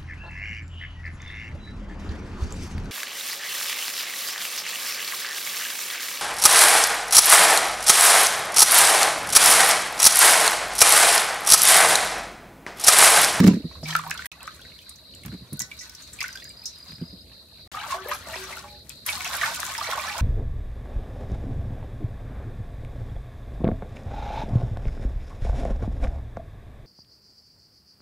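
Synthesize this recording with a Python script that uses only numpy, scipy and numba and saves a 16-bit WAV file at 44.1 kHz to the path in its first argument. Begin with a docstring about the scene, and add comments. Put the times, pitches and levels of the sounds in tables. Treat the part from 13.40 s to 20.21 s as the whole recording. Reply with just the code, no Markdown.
"""Rinsing fruit in a garden

Three passages joined by short silences: hands lift fruit from a steel bowl of water, fruit drops into a plastic
colander beside the bowl, then water is scooped up and poured over it. Bubbles are decaying tones of rising pitch,
spray is puffs of filtered noise, thuds and the bowl are sets of decaying modes. Crickets (a throbbing band-noise
chorus and a near one of tone strokes) chirp over a low noise hum and faint hiss; short echoes surround the vessels.
"""
import sys
import numpy as np
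from scipy import signal
from scipy.fft import rfft, irfft
from scipy.io import wavfile
from scipy.ndimage import uniform_filter1d
from numba import njit

SR = 44100
rng = np.random.default_rng(int(sys.argv[2]) if len(sys.argv) > 2 else 0)


def dump_mix(stems):
    """Bounce the given channels to the path in sys.argv[1] as a 16-bit WAV at rate SR."""
    frames = np.atleast_2d(stems).T  # one column per channel
    limited = np.clip(frames, -1, 1)  # hard clip at full scale
    pcm = np.round(limited * 32767).astype(np.int16)
    wavfile.write(sys.argv[1], SR, pcm)


N = 300321
TOP_HZ = 15700


def undb(db):
    """Amplitude factor of a level in dB."""
    return 10 ** (np.asarray(db) / 20)


def level(x, db):
    """Scales x to an rms level in dB."""
    return x * undb(db) / np.sqrt(np.mean(x ** 2))


def split_db(pan_db):
    """Left and right gains in dB from their difference."""
    return np.array([pan_db, -pan_db]) / 2


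@njit
def ring(n, rows):
    """Decaying tones; rows of (start [s], pitch [Hz], t60 [s], rise [s], glide [1/s], left, right, right lag [s])."""
    out = np.zeros((2, n))
    for s, hz, t60, rise, glide, left, right, lag in rows:
        a, phase, i = 1., 0., int(s * SR)
        fall, on = np.exp(-np.log(1000) / (t60 * SR)), 0.
        while a > .002 and i < n:
            on += (1 - on) / (1 + rise * SR)
            phase += 2 * np.pi * hz / SR
            hz, a = min(hz * (1 + glide / SR), .45 * SR), a * fall
            out[0, i] += left * a * on * np.sin(phase)
            out[1, i] += right * a * on * np.sin(phase - 2 * np.pi * hz * lag)
            i += 1
    return out


def tones(s, hz, db, t60, rise, glide, pan_db, lag_s=0.):
    """Decaying tones placed between the microphones by level and lag."""
    columns = np.broadcast_arrays(s, hz, t60, rise, glide, undb(db + pan_db / 2), undb(db - pan_db / 2), lag_s)
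    return ring(N, np.array(columns, float).T.copy())


def noise(shape, alike):
    """Two-channel noise of rms 1 with a (Hz, dB) colour; alike = left-right correlation."""
    hz, db = np.transpose(shape)
    log_hz = np.log(np.arange(N // 2 + 1) * SR / N + 1)
    gain = undb(np.interp(log_hz, np.log(hz), db, left=-90, right=-90))
    mid, side = irfft(rfft(rng.standard_normal((2, N))) * gain, N)
    c = np.clip(alike, 0, 1)
    return level(np.sqrt(1 + c) * mid + np.sqrt(1 - c) * side * np.array([[1], [-1]]), 0)


def walk(rate_hz):
    """Random values drawn rate_hz times a second, joined by straight slopes; rms near 1.8."""
    k = int(SR / rate_hz)
    return 2.18 * uniform_filter1d(np.repeat(rng.standard_normal(N // k + 1), k), k)[:N]


def burst(white, s, db, hz, sharp, skirt, t60, rise, pan_db):
    """Start sample and sound of a puff of noise round a centre, with a broad skirt."""
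    i = int(s * SR)
    x = white[:, i:i + int((t60 + 3 * rise) * SR)]
    t = np.arange(x.shape[1]) / SR
    core = signal.lfilter(*signal.iirpeak(hz, sharp, fs=SR), x)
    shape = (1 - np.exp(-t / rise)) * undb(-60 * t / t60)
    tick = skirt * x * undb(-60 * t / 0.012)  # the broad part is only the first instant
    return i, (core + tick) * shape * undb(db + split_db(pan_db)[:, None])


def lay(bursts):
    """Sums bursts at their start samples."""
    out = np.zeros((2, N))
    for i, sound in bursts:
        out[:, i:i + sound.shape[1]] += sound
    return out


# passages: (start [s], end [s], chorus pause time [s], chorus level [dB], pause depth [dB], hum level [dB])
PASSAGES = [(0, .868, .2, -47.5, 4, -48.5), (.916, 4.276, .96, -49.5, 6.5, -54),
            (4.316, 6.82, 5.47, -49, 13, -50.5)]


def per_passage(column):
    """One value of each passage, held until the next starts."""
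    table = np.array(PASSAGES)
    return table[np.searchsorted(table[1:, 0], np.arange(N) / SR), column]


# moving water, reference curves: (time [s], bubbling [dB], spray [dB], left minus right [dB])
WATER_MOTION = [(0.0, -27, -76.5, -13), (0.024, -33.5, -51, -16), (0.134, -42.5, -57, -4),
                (0.212, -57, -67.5, -15), (0.426, -59.5, -60, 0.0), (0.488, -32.5, -39.5, -0.5),
                (0.604, -45.5, -53, -1.5), (0.656, -45, -53, -3.0), (0.718, -39.5, -63, -3.5),
                (0.868, -57, -43.5, -2), (0.92, -47.5, -70, -2.5), (1.2, -56, -55.5, 0),
                (1.32, -60.5, -63, -3), (1.39, -60, -58.5, 0), (1.54, -58.5, -70.5, -3.5),
                (2.16, -60, -63.5, -2), (2.32, -55, -56, -1.5), (2.71, -63, -57.5, 0),
                (2.81, -56, -51.5, -1), (2.94, -55, -54.5, 0.0), (3.08, -61.5, -62.5, -2),
                (3.49, -57, -60.5, -2), (3.74, -61, -71, -5), (4.23, -62.5, -71, -1.5),
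                (4.28, -52, -66, 2.5), (4.316, -48, -47, 4), (4.356, -33.5, -56, 4), (4.49, -36, -45, 3),
                (4.526, -36.5, -38, -0.5), (4.604, -33, -63, 11), (4.734, -32.5, -42.5, 0.5),
                (4.784, -45, -54.5, 4), (4.954, -40.5, -42.5, 3), (5.18, -41.5, -49, 5),
                (5.418, -69, -63.5, -4), (5.456, -73, -63, -0.5), (5.5, -63, -55.5, 4),
                (5.626, -74, -67, -2), (5.65, -71, -68, 4), (5.662, -63, -41, -1), (5.69, -47, -37.5, -1),
                (5.702, -44, -38, -1), (5.772, -37.5, -39, 3), (6.0, -33, -36.5, -4),
                (6.02, -30.5, -35, -1), (6.154, -40, -40, -3), (6.246, -37, -39.5, 1),
                (6.544, -31.5, -41, -3.5), (6.81, -31, -42, -2.5)]


def motion(s):
    """Bubbling dB, spray dB and left minus right dB of the water at times s."""
    at, *columns = np.transpose(WATER_MOTION)
    return [np.interp(s, at, c) for c in columns]


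def swarm(curve_db, pan_db, count, lo_hz, hi_hz, cycles, scatter_db, clump_db, glide):
    """Many small pockets of air all over the vessel, each ringing some cycles; they come in clumps."""
    s, pitch, pitch2, size, side, long = rng.random((count, 6)).T
    at = (s * (N - 1)).astype(int)
    hz = lo_hz * (hi_hz / lo_hz) ** ((pitch + pitch2) / 2)
    db = -scatter_db * np.log(1 - .97 * size) + clump_db * walk(30)[at]
    t60 = cycles * (0.22 + long) / hz
    place = 2 * side - 1
    cloud = tones(at / SR, hz, db, t60, .12 * t60, glide / t60, 4 * place, 0.000078 * place)
    return level(cloud, 0) * undb(curve_db + split_db(pan_db))


STILL_DB = -53.5  # below this level of bubbling the water is too calm for large bubbles
# rush colour: (frequency [Hz], relative density [dB per Hz])
RUSH_COLOUR = [(290, -14), (500, -24), (640, -1), (761, -49), (880, 1.5), (1820, 2), (2930, -5),
               (3590, 0.5), (12500, -12.5), (16000, -25.5)]


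def water():
    """Moving water: swarms of large and small bubbles, a patter and a fizz of fine drops and a rushing noise."""
    bubble_db, spray_db, pan_db = motion(np.arange(N) / SR)
    plop_db = bubble_db - 6.5 + np.minimum(bubble_db - STILL_DB, 0)
    plops = swarm(plop_db, .3 * pan_db, count=900, lo_hz=609, hi_hz=2600,
                  cycles=74, scatter_db=3.0, clump_db=-0.5, glide=0.044)
    gurgle = swarm(bubble_db - 8.0, .23 * pan_db, count=6000, lo_hz=498.5, hi_hz=2714,
                   cycles=36, scatter_db=3.0, clump_db=3.0, glide=0.096)
    patter = swarm((bubble_db + spray_db) / 2 - 1.5, pan_db, count=8000, lo_hz=1467, hi_hz=7800,
                   cycles=41, scatter_db=6, clump_db=1.5, glide=0.29)
    fizz = swarm(spray_db - 1.5, pan_db, count=14000, lo_hz=4070, hi_hz=21100,
                 cycles=6.3, scatter_db=6.0, clump_db=2.0, glide=0.12)
    rush = noise(RUSH_COLOUR, 0.34)
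    rush *= undb(spray_db - 0.5 + 2.07 * walk(40) + split_db(pan_db))
    return plops + gurgle + patter + fizz + rush


# hum colour: (frequency [Hz], relative density [dB per Hz])
HUM_COLOUR = [(15, -56), (25, -40), (58, -3), (75, 0.5), (95, -7), (222, -12.5), (386, -19), (593, -18.5),
              (657, -17.5), (893, -54.5), (1820, -54), (3300, -66), (4290, -75.5), (7260, -120)]


def hum():
    """Low noise, nearly alike at both microphones, wavering slowly in level."""
    return noise(HUM_COLOUR, 0.94) * undb(per_passage(column=5) + 1.1 * walk(6))


def hiss():
    """Steady, faint high noise."""
    return noise([(2500, -36.5), (5000, 0.0), (12500, 12.0), (16000, -8.5)], .1) * undb(-64)


CHORUS_PERIOD_S = .223
# chorus bands: (centre [Hz], width [Hz], relative level [dB])
CHORUS_BANDS = [(3990, 305, 5), (4227, 290, 5), (4654, 230, 0.5)]


def cricket_chorus():
    """Far crickets: narrow noise bands that throb in step, blurred by leaves."""
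    phase = ((np.arange(N) / SR - per_passage(column=2)) / CHORUS_PERIOD_S + .5) % 1 - .5
    throb_db = per_passage(column=3) - per_passage(column=4) * np.exp(-(phase / 0.18) ** 4)
    white = noise([(3000, 0.0077), (6000, 0)], 0.073)
    chorus = 0
    for hz, width_hz, db in CHORUS_BANDS:
        band = signal.iirpeak(hz, hz / width_hz, fs=SR)
        chorus = chorus + undb(db) * signal.lfilter(*band, signal.lfilter(*band, white))
    return level(chorus, 0) * undb(throb_db + walk(60))


# soft fruit and knuckles on the hollow vessels: (time [s], relative level [dB], pitch [Hz], wet slap [dB])
THUDS = [(.001, -0.5, 177.3, -6.5), (0.023, -4.5, 214, -41), (0.04, 3, 202, -9.5), (.066, 1.5, 185.5, -9.5),
         (.078, 3, 207.6, -7.5), (.104, -5.5, 186, -46), (.134, -9, 181, -26), (0.164, -11.5, 218, -36),
         (.199, -21, 278, -60), (0.243, -17.5, 165, -48), (.428, -25.5, 162.5, -35.5),
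         (1.85, -29.5, 117.4, -25.5), (1.863, -28, 149, -29), (1.88, -31, 105.5, -29),
         (1.924, -24, 215, -32), (1.939, -24, 183, -33.5), (2.009, -35.5, 121, -53), (2.136, -29, 233, -45),
         (2.124, -22, 145, -35.5), (2.205, -36, 133, -23), (3.494, -38.5, 170, -35),
         (3.519, -38.5, 109, -30), (3.581, -39, 130, -36), (3.614, -18.5, 166.6, -39),
         (3.728, -30.5, 183, -58)]
# side modes: (pitch ratio, relative level [dB])
THUD_MODES = [(.72, -0.5), (1.45, 8.5), (2.099, 1.5), (2.798, -6)]
THUD_CYCLES = 11.8
OVERTONE_DB, OVERTONE_DB_PER_OCTAVE = 1.5, -10.5  # at 100 Hz; fading as the thud's pitch climbs


def thuds():
    """Hollow bodies: a main mode dying in a set number of cycles, plus side modes that ring shorter the higher
    they sit."""
    s, db, hz, _ = np.transpose(THUDS)
    t60 = THUD_CYCLES / hz
    over_db = OVERTONE_DB + OVERTONE_DB_PER_OCTAVE * np.log2(hz / 100)
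    out = tones(s, hz, db + 6.0, t60, 0.0088, 0, -.9)
    for ratio, mode_db in THUD_MODES:
        out += tones(s, ratio * hz, db + over_db + mode_db, t60 / ratio ** 0.35, 0.0097, 0, -0.79)
    return out


def wet_slaps(wide):
    """A broad puff of noise with each thud."""
    return lay([burst(wide, s, slap_db, 1300, 0.79, .15, 0.03, 0.0014, -0.87) for s, _, _, slap_db in THUDS])


def stray_drops(count):
    """Rows of small drops at random moments, their level following the spray 26 ms earlier."""
    s, size, pitch, long = rng.random((count, 4)).T
    s = s * (N / SR - .01)
    db = motion(s)[1] + 9 - 5 * np.log(1 - .95 * size)
    return np.transpose([s + .026, db, 5000 * 2.5 ** pitch ** 2, .013 + 0.016 * long])


# loudest drops bursting into spray: (time [s], relative level [dB], centre [Hz], t60 [s])
DROPS = [(.021, -39, 5380, 0.023), (.002, -21, 5310, 0.016), (.037, -21, 5150, 0.017),
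         (.05, -24, 5230, .012), (.064, -23, 5150, 0.013), (.076, -9.5, 4850, 0.017),
         (.092, -35, 5240, .029), (.132, -45, 5480, .03), (.143, -31, 5490, 0.027),
         (.434, -24.5, 5030, 0.2), (.486, -25, 5500, 0.027), (.504, -22, 5600, 0.065),
         (.537, -23, 6000, .033), (.565, -11, 5000, 0.012), (.59, -20, 7700, 0.0084),
         (.676, -29, 12800, 0.028), (.698, -23, 5400, 0.012), (.709, -13.5, 5700, 0.014),
         (.742, -28, 10500, 0.019), (.777, -24, 5600, 0.032), (.857, -21, 11100, 0.068),
         (.923, -33, 6170, .025), (1.031, -24.5, 7960, 0.0089), (1.072, -29, 5800, 0.033),
         (1.494, -23.5, 9400, 0.033), (1.559, -32.5, 6010, 0.038), (1.75, -31, 7720, .028),
         (1.836, -34, 9300, .03), (1.861, -24, 12400, .021), (2.131, -22.5, 10700, .036),
         (2.172, -31, 11900, .017), (2.194, -12, 6700, 0.018), (2.202, -10, 6750, 0.051),
         (2.219, -13.5, 5670, 0.028), (2.39, -26.5, 5670, 0.24), (2.412, -31.5, 6500, 0.13),
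         (2.496, -26, 5340, 0.03), (2.55, -26, 5500, 0.051), (2.621, -30.5, 6700, 0.091),
         (2.732, -25, 7800, 0.066), (2.806, -13.5, 4860, 0.062), (2.828, -16.5, 6170, 0.035),
         (2.882, -23, 5350, 0.014), (2.929, -27, 6090, .022), (2.957, -21, 4800, 0.04),
         (3.043, -26.5, 6530, 0.026), (3.093, -31.5, 8050, .03), (3.256, -15.5, 5500, 0.13),
         (3.386, -35.5, 9500, .024), (4.511, -25.5, 7800, 0.021), (4.684, -25.5, 12300, 0.086),
         (4.737, -29.5, 11000, 0.18), (5.495, -19.5, 8400, 0.015), (5.664, -12.5, 11400, 0.048),
         (5.699, -17.5, 10500, 0.068), (5.72, -22, 5730, .019), (5.806, -25, 5500, .032),
         (5.846, -15.5, 5770, 0.018), (6.56, -23, 4000, .015), (6.575, -24, 4200, .015),
         (6.06, -23, 6200, .027), (6.203, -15, 5770, .022), (6.338, -20.5, 7100, .034),
         (6.443, -21, 5560, 0.051)]
SPLAT_RISE_S = 0.0011
SKIRT_DB, SKIRT_DB_PER_S = 4.5, -250  # a longer burst has less broad crack


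def splats(fine):
    """Drops bursting into spray: short puffs of peaked noise with a broad crack at the onset."""
    bursts = []
    for s, db, hz, t60 in np.vstack([DROPS, stray_drops(count=160)]):
        skirt = undb(SKIRT_DB + SKIRT_DB_PER_S * t60)
        bursts.append(burst(fine, s - SPLAT_RISE_S, db, hz, 9.5, skirt, t60, SPLAT_RISE_S, motion(s)[2]))
    return lay(bursts)


# loudest single bubbles: (time [s], relative level [dB], pitch [Hz], t60 [s])
BUBBLES = [(0.312, -35, 1060, 0.024), (.354, -32, 1020, 0.021), (.43, -23, 620, .03),
           (.457, -23, 2290, 0.023), (0.507, -20.5, 3110, 0.023), (0.527, -17, 1710, 0.027),
           (.552, -0.5, 1333, .025), (.567, -27, 1280, 0.017), (0.592, -18.5, 1170, 0.045),
           (0.638, -14.5, 1120, 0.016), (.665, -19.5, 926, 0.038), (.713, -4, 1680, 0.0088),
           (0.749, -28, 1430, 0.047), (0.776, -24.5, 3440, 0.017), (0.699, -31, 1120, .04),
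           (.792, -24, 1480, .043), (.845, -27.5, 1580, .026), (.821, -23, 1830, 0.015),
           (.858, -12.5, 1910, 0.0073), (0.918, -21, 2600, 0.0093), (1.006, -33, 2600, 0.02),
           (1.031, -28.5, 1080, 0.022), (1.055, -32, 1180, 0.026), (1.193, -39, 1470, 0.033),
           (1.318, -39.5, 2180, .03), (1.422, -47, 2480, .03), (1.077, -18, 1260, 0.025),
           (1.217, -32, 3300, 0.015), (1.249, -43, 1520, 0.063), (1.39, -33.5, 3080, 0.018),
           (1.738, -34, 2930, 0.015), (1.835, -36.5, 2160, 0.024), (1.919, -33, 1460, 0.013),
           (2.315, -25.5, 2300, .025), (2.788, -31.5, 2340, 0.047), (2.805, -20.5, 2010, 0.035),
           (2.814, -10, 2310, 0.011), (2.822, -19, 1150, 0.017), (2.841, -15.5, 1460, 0.025),
           (2.859, -26, 2100, 0.022), (2.888, -24, 1540, 0.023), (2.954, -34.5, 1520, 0.077),
           (2.974, -24, 3400, 0.0097), (3.022, -32, 1880, 0.023), (2.999, -35, 3370, 0.028),
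           (3.05, -38.5, 1620, 0.032), (3.074, -41, 1700, .03), (3.102, -43, 2290, 0.045),
           (4.342, -30, 1150, 0.18), (4.367, -27.5, 1195, 0.11), (4.395, -33, 2240, 0.059),
           (4.435, -29, 1113, 0.13), (4.502, -22.5, 1106, 0.046), (4.521, -18.5, 1044, 0.079),
           (4.544, -21, 1080, 0.051), (4.541, -15.5, 648, 0.065), (4.623, -31, 1920, 0.017),
           (4.715, -15, 1590, 0.019), (5.2, -38, 1100, .04), (4.657, -18.5, 463, 0.031),
           (4.693, -25, 1813, 0.052), (4.714, -18.5, 1200, 0.086), (4.87, -22, 660, 0.028),
           (4.933, -30, 1770, 0.026), (4.959, -10.5, 634, 0.011), (5.126, -28, 2020, 0.056),
           (5.17, -27, 1350, 0.036), (5.239, -34, 1093, 0.065), (5.502, -24, 2500, 0.0092),
           (5.689, -11, 2220, 0.025), (5.727, -24.5, 3600, 0.049), (5.754, -18.5, 4100, 0.013),
           (5.807, -16, 2200, 0.012), (5.855, -22, 2580, 0.03), (6.014, -10.5, 1850, 0.025),
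           (6.03, -13, 1170, 0.048), (6.06, -8.5, 1440, 0.022), (5.773, -27, 1165, 0.033),
           (5.902, -24, 1030, 0.034), (5.94, -23.5, 1594, 0.03), (6.032, -18, 1713, 0.074),
           (6.076, -18, 884, 0.045), (6.281, -29, 890, .029), (6.521, -22, 1445, 0.077),
           (6.746, -25, 870, 0.053), (2.409, -44, 1950, 0.11), (5.041, -29, 1140, 0.04),
           (6.113, -38, 950, 0.039), (6.231, -6, 1200, 0.0091), (6.351, -10.5, 1720, 0.01),
           (6.383, -16.5, 874, .048), (6.411, -15.5, 1150, 0.036), (6.487, -15, 615, 0.028),
           (6.532, -12.5, 1058, 0.031), (6.576, -13.5, 870, .031), (6.645, -20.5, 1030, 0.038)]
BUBBLE_RISE_CYCLES = 3.2


def bubbles():
    """Each bubble rises a little in pitch as it nears the surface; a shorter one follows within 6 ms."""
    s, db, hz, t60 = np.transpose(BUBBLES)
    late, ratio, place = rng.random((len(s), 3)).T
    lag_s = .00008 * (2 * place - 1)
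    rise, pan_db = BUBBLE_RISE_CYCLES / hz, 0.51 * motion(s)[2]
    first = tones(s, hz, db, t60, rise, 3.1, pan_db, lag_s)
    second = tones(s + .006 * late, hz * (.8 + .5 * ratio), db + 2.5, 0.45 * t60, rise, 4.2, pan_db, lag_s)
    return first + second


def bubble_spits(wide):
    """A puff of noise above the bubble's pitch as each bubble opens."""
    return lay([burst(wide, s - .001, db, 1.32 * hz, 3.7, 0.04, 1.1 * t60, 0.00022, motion(s)[2])
                for s, db, hz, t60 in BUBBLES])


# steel bowl modes: (pitch [Hz], t60 [s])
BOWL_MODES = [(158, 0.94), (377, 0.64), (497, 1), (586, 0.5), (646, 0.42), (824, 0.53), (1100, 0.34),
              (1410, 0.44), (1488, .97), (1600, .5), (1825, 0.24), (1960, 0.17)]
# touches that set the bowl ringing: (time [s], relative level [dB], favoured pitch [Hz])
TOUCHES = [(0.429, -32, 158), (0.931, -51, 1960), (2.169, -53, 1488), (2.201, -39, 1960),
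           (2.408, -40, 1960), (2.41, -53, 1488), (.45, -38, 158), (4.37, -42.5, 824), (4.54, -39.5, 377),
           (4.655, -50, 497), (4.67, -37, 586), (4.88, -37, 646), (4.957, -35, 377), (4.98, -45, 1406),
           (5.0, -42, 1620), (5.02, -42, 1960), (5.025, -46, 1100), (5.19, -44.5, 1825), (5.23, -46.5, 824),
           (5.23, -49, 586), (6.049, -38.5, 1488), (6.49, -45, 586), (6.55, -37, 1488)]
TOUCH_DB_PER_OCTAVE = -150
PAIR_RATIO, PAIR_DB = 1.006, -13  # each mode of a round bowl is a close pair


def bowl():
    """Steel bowl: each touch rings the modes near its favoured pitch, in close pairs."""
    rows = []
    for hz, t60 in BOWL_MODES:
        for s, db, near_hz in TOUCHES:
            if .7 < hz / near_hz < 1.4:
                rows.append((s, db + TOUCH_DB_PER_OCTAVE * abs(np.log2(hz / near_hz)), hz, t60))
    s, db, hz, t60 = np.transpose(rows)
    main = tones(s, hz, db, t60, 0.0086, .05, -1.6)
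    twin = tones(s, PAIR_RATIO * hz, db + PAIR_DB, t60, 0.022, 0, -1.3)
    # sloshing water loads the bowl unevenly, so the tone wavers
    return (main + twin) * undb(2.8 * walk(25))


# near cricket's chirps: (start [s], length [s], relative level [dB])
CHIRPS = [(2.879, .085, -38), (3.026, .085, -37), (3.169, .085, -37), (3.329, .11, -39), (3.481, .085, -37),
          (3.605, .135, -40), (3.758, .06, -47)]
NEAR_HZ, STROKE_S, FIRST_STROKE_DB = 4896, .0243, -1.5


def near_cricket():
    """Wing strokes at a steady spacing, each three tones scattered round one pitch."""
    s, db = np.transpose([(s + t, db + FIRST_STROKE_DB * (t == 0))
                          for s, long, db in CHIRPS for t in np.arange(0, long, STROKE_S)])
    wing_hz = NEAR_HZ * (1 + .018 * rng.standard_normal((len(s), 3)).T)
    return sum(tones(s, hz, db + 3.0, 0.041, 0.0047, -.1, 1.8) for hz in wing_hz)


def echo(near):
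    """Vessel walls and table answer within a few tens of ms, differently at each microphone."""
    t = np.arange(int(.12 * SR)) / SR
    echoes = rng.standard_normal((2, len(t))) * undb(-60 * t / 0.17) * (t > .002)
    echoes = undb(-4) * echoes / np.sqrt(np.sum(echoes ** 2, axis=1, keepdims=True))
    band = signal.butter(2, [1300, 9000], "band", fs=SR, output="sos")
    bright = signal.sosfilt(band, near.mean(axis=0))
    return signal.fftconvolve(bright[None], echoes, axes=1)[:, :N]


def scene():
    """Water, vessels and crickets with their echoes, over hum and hiss."""
    near = water() + bubbles()
    fine = noise([(2500, -14), (5000, 0), (TOP_HZ, 0)], 0.06)
    wide = noise([(500, 0), (TOP_HZ, 0)], 0.54)
    near += splats(fine) + bubble_spits(wide) + wet_slaps(wide)
    near += thuds() + bowl() + cricket_chorus() + near_cricket()
    return near + echo(near) + hiss() + hum()


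# left minus right microphone: (frequency [Hz], level difference [dB])
LEFT_TILT = [(200, -.5), (2000, -1), (5000, 0), (12000, 4)]


def record(dry):
    """Tilts the microphones apart, cuts deep bass and top, and leaves silence between the passages."""
    hz, db = np.transpose(LEFT_TILT)
    tilt_db = np.interp(np.log(np.arange(N // 2 + 1) * SR / N + 1), np.log(hz), db)
    x = irfft(rfft(dry) * undb(split_db(tilt_db)), N)
    x = signal.sosfilt(signal.butter(3, 48, "high", fs=SR, output="sos"), x)
    x = np.tanh(x * (1 + x ** 2 / 3))  # straight for all but the loudest peaks, which are rounded off
    t = np.arange(N) / SR
    on = (t >= per_passage(column=0)) * (t < per_passage(column=1))
    return signal.sosfilt(signal.ellip(10, .2, 80, TOP_HZ, fs=SR, output="sos"), x * on)


dry = scene()
out = record(dry)
dump_mix(out)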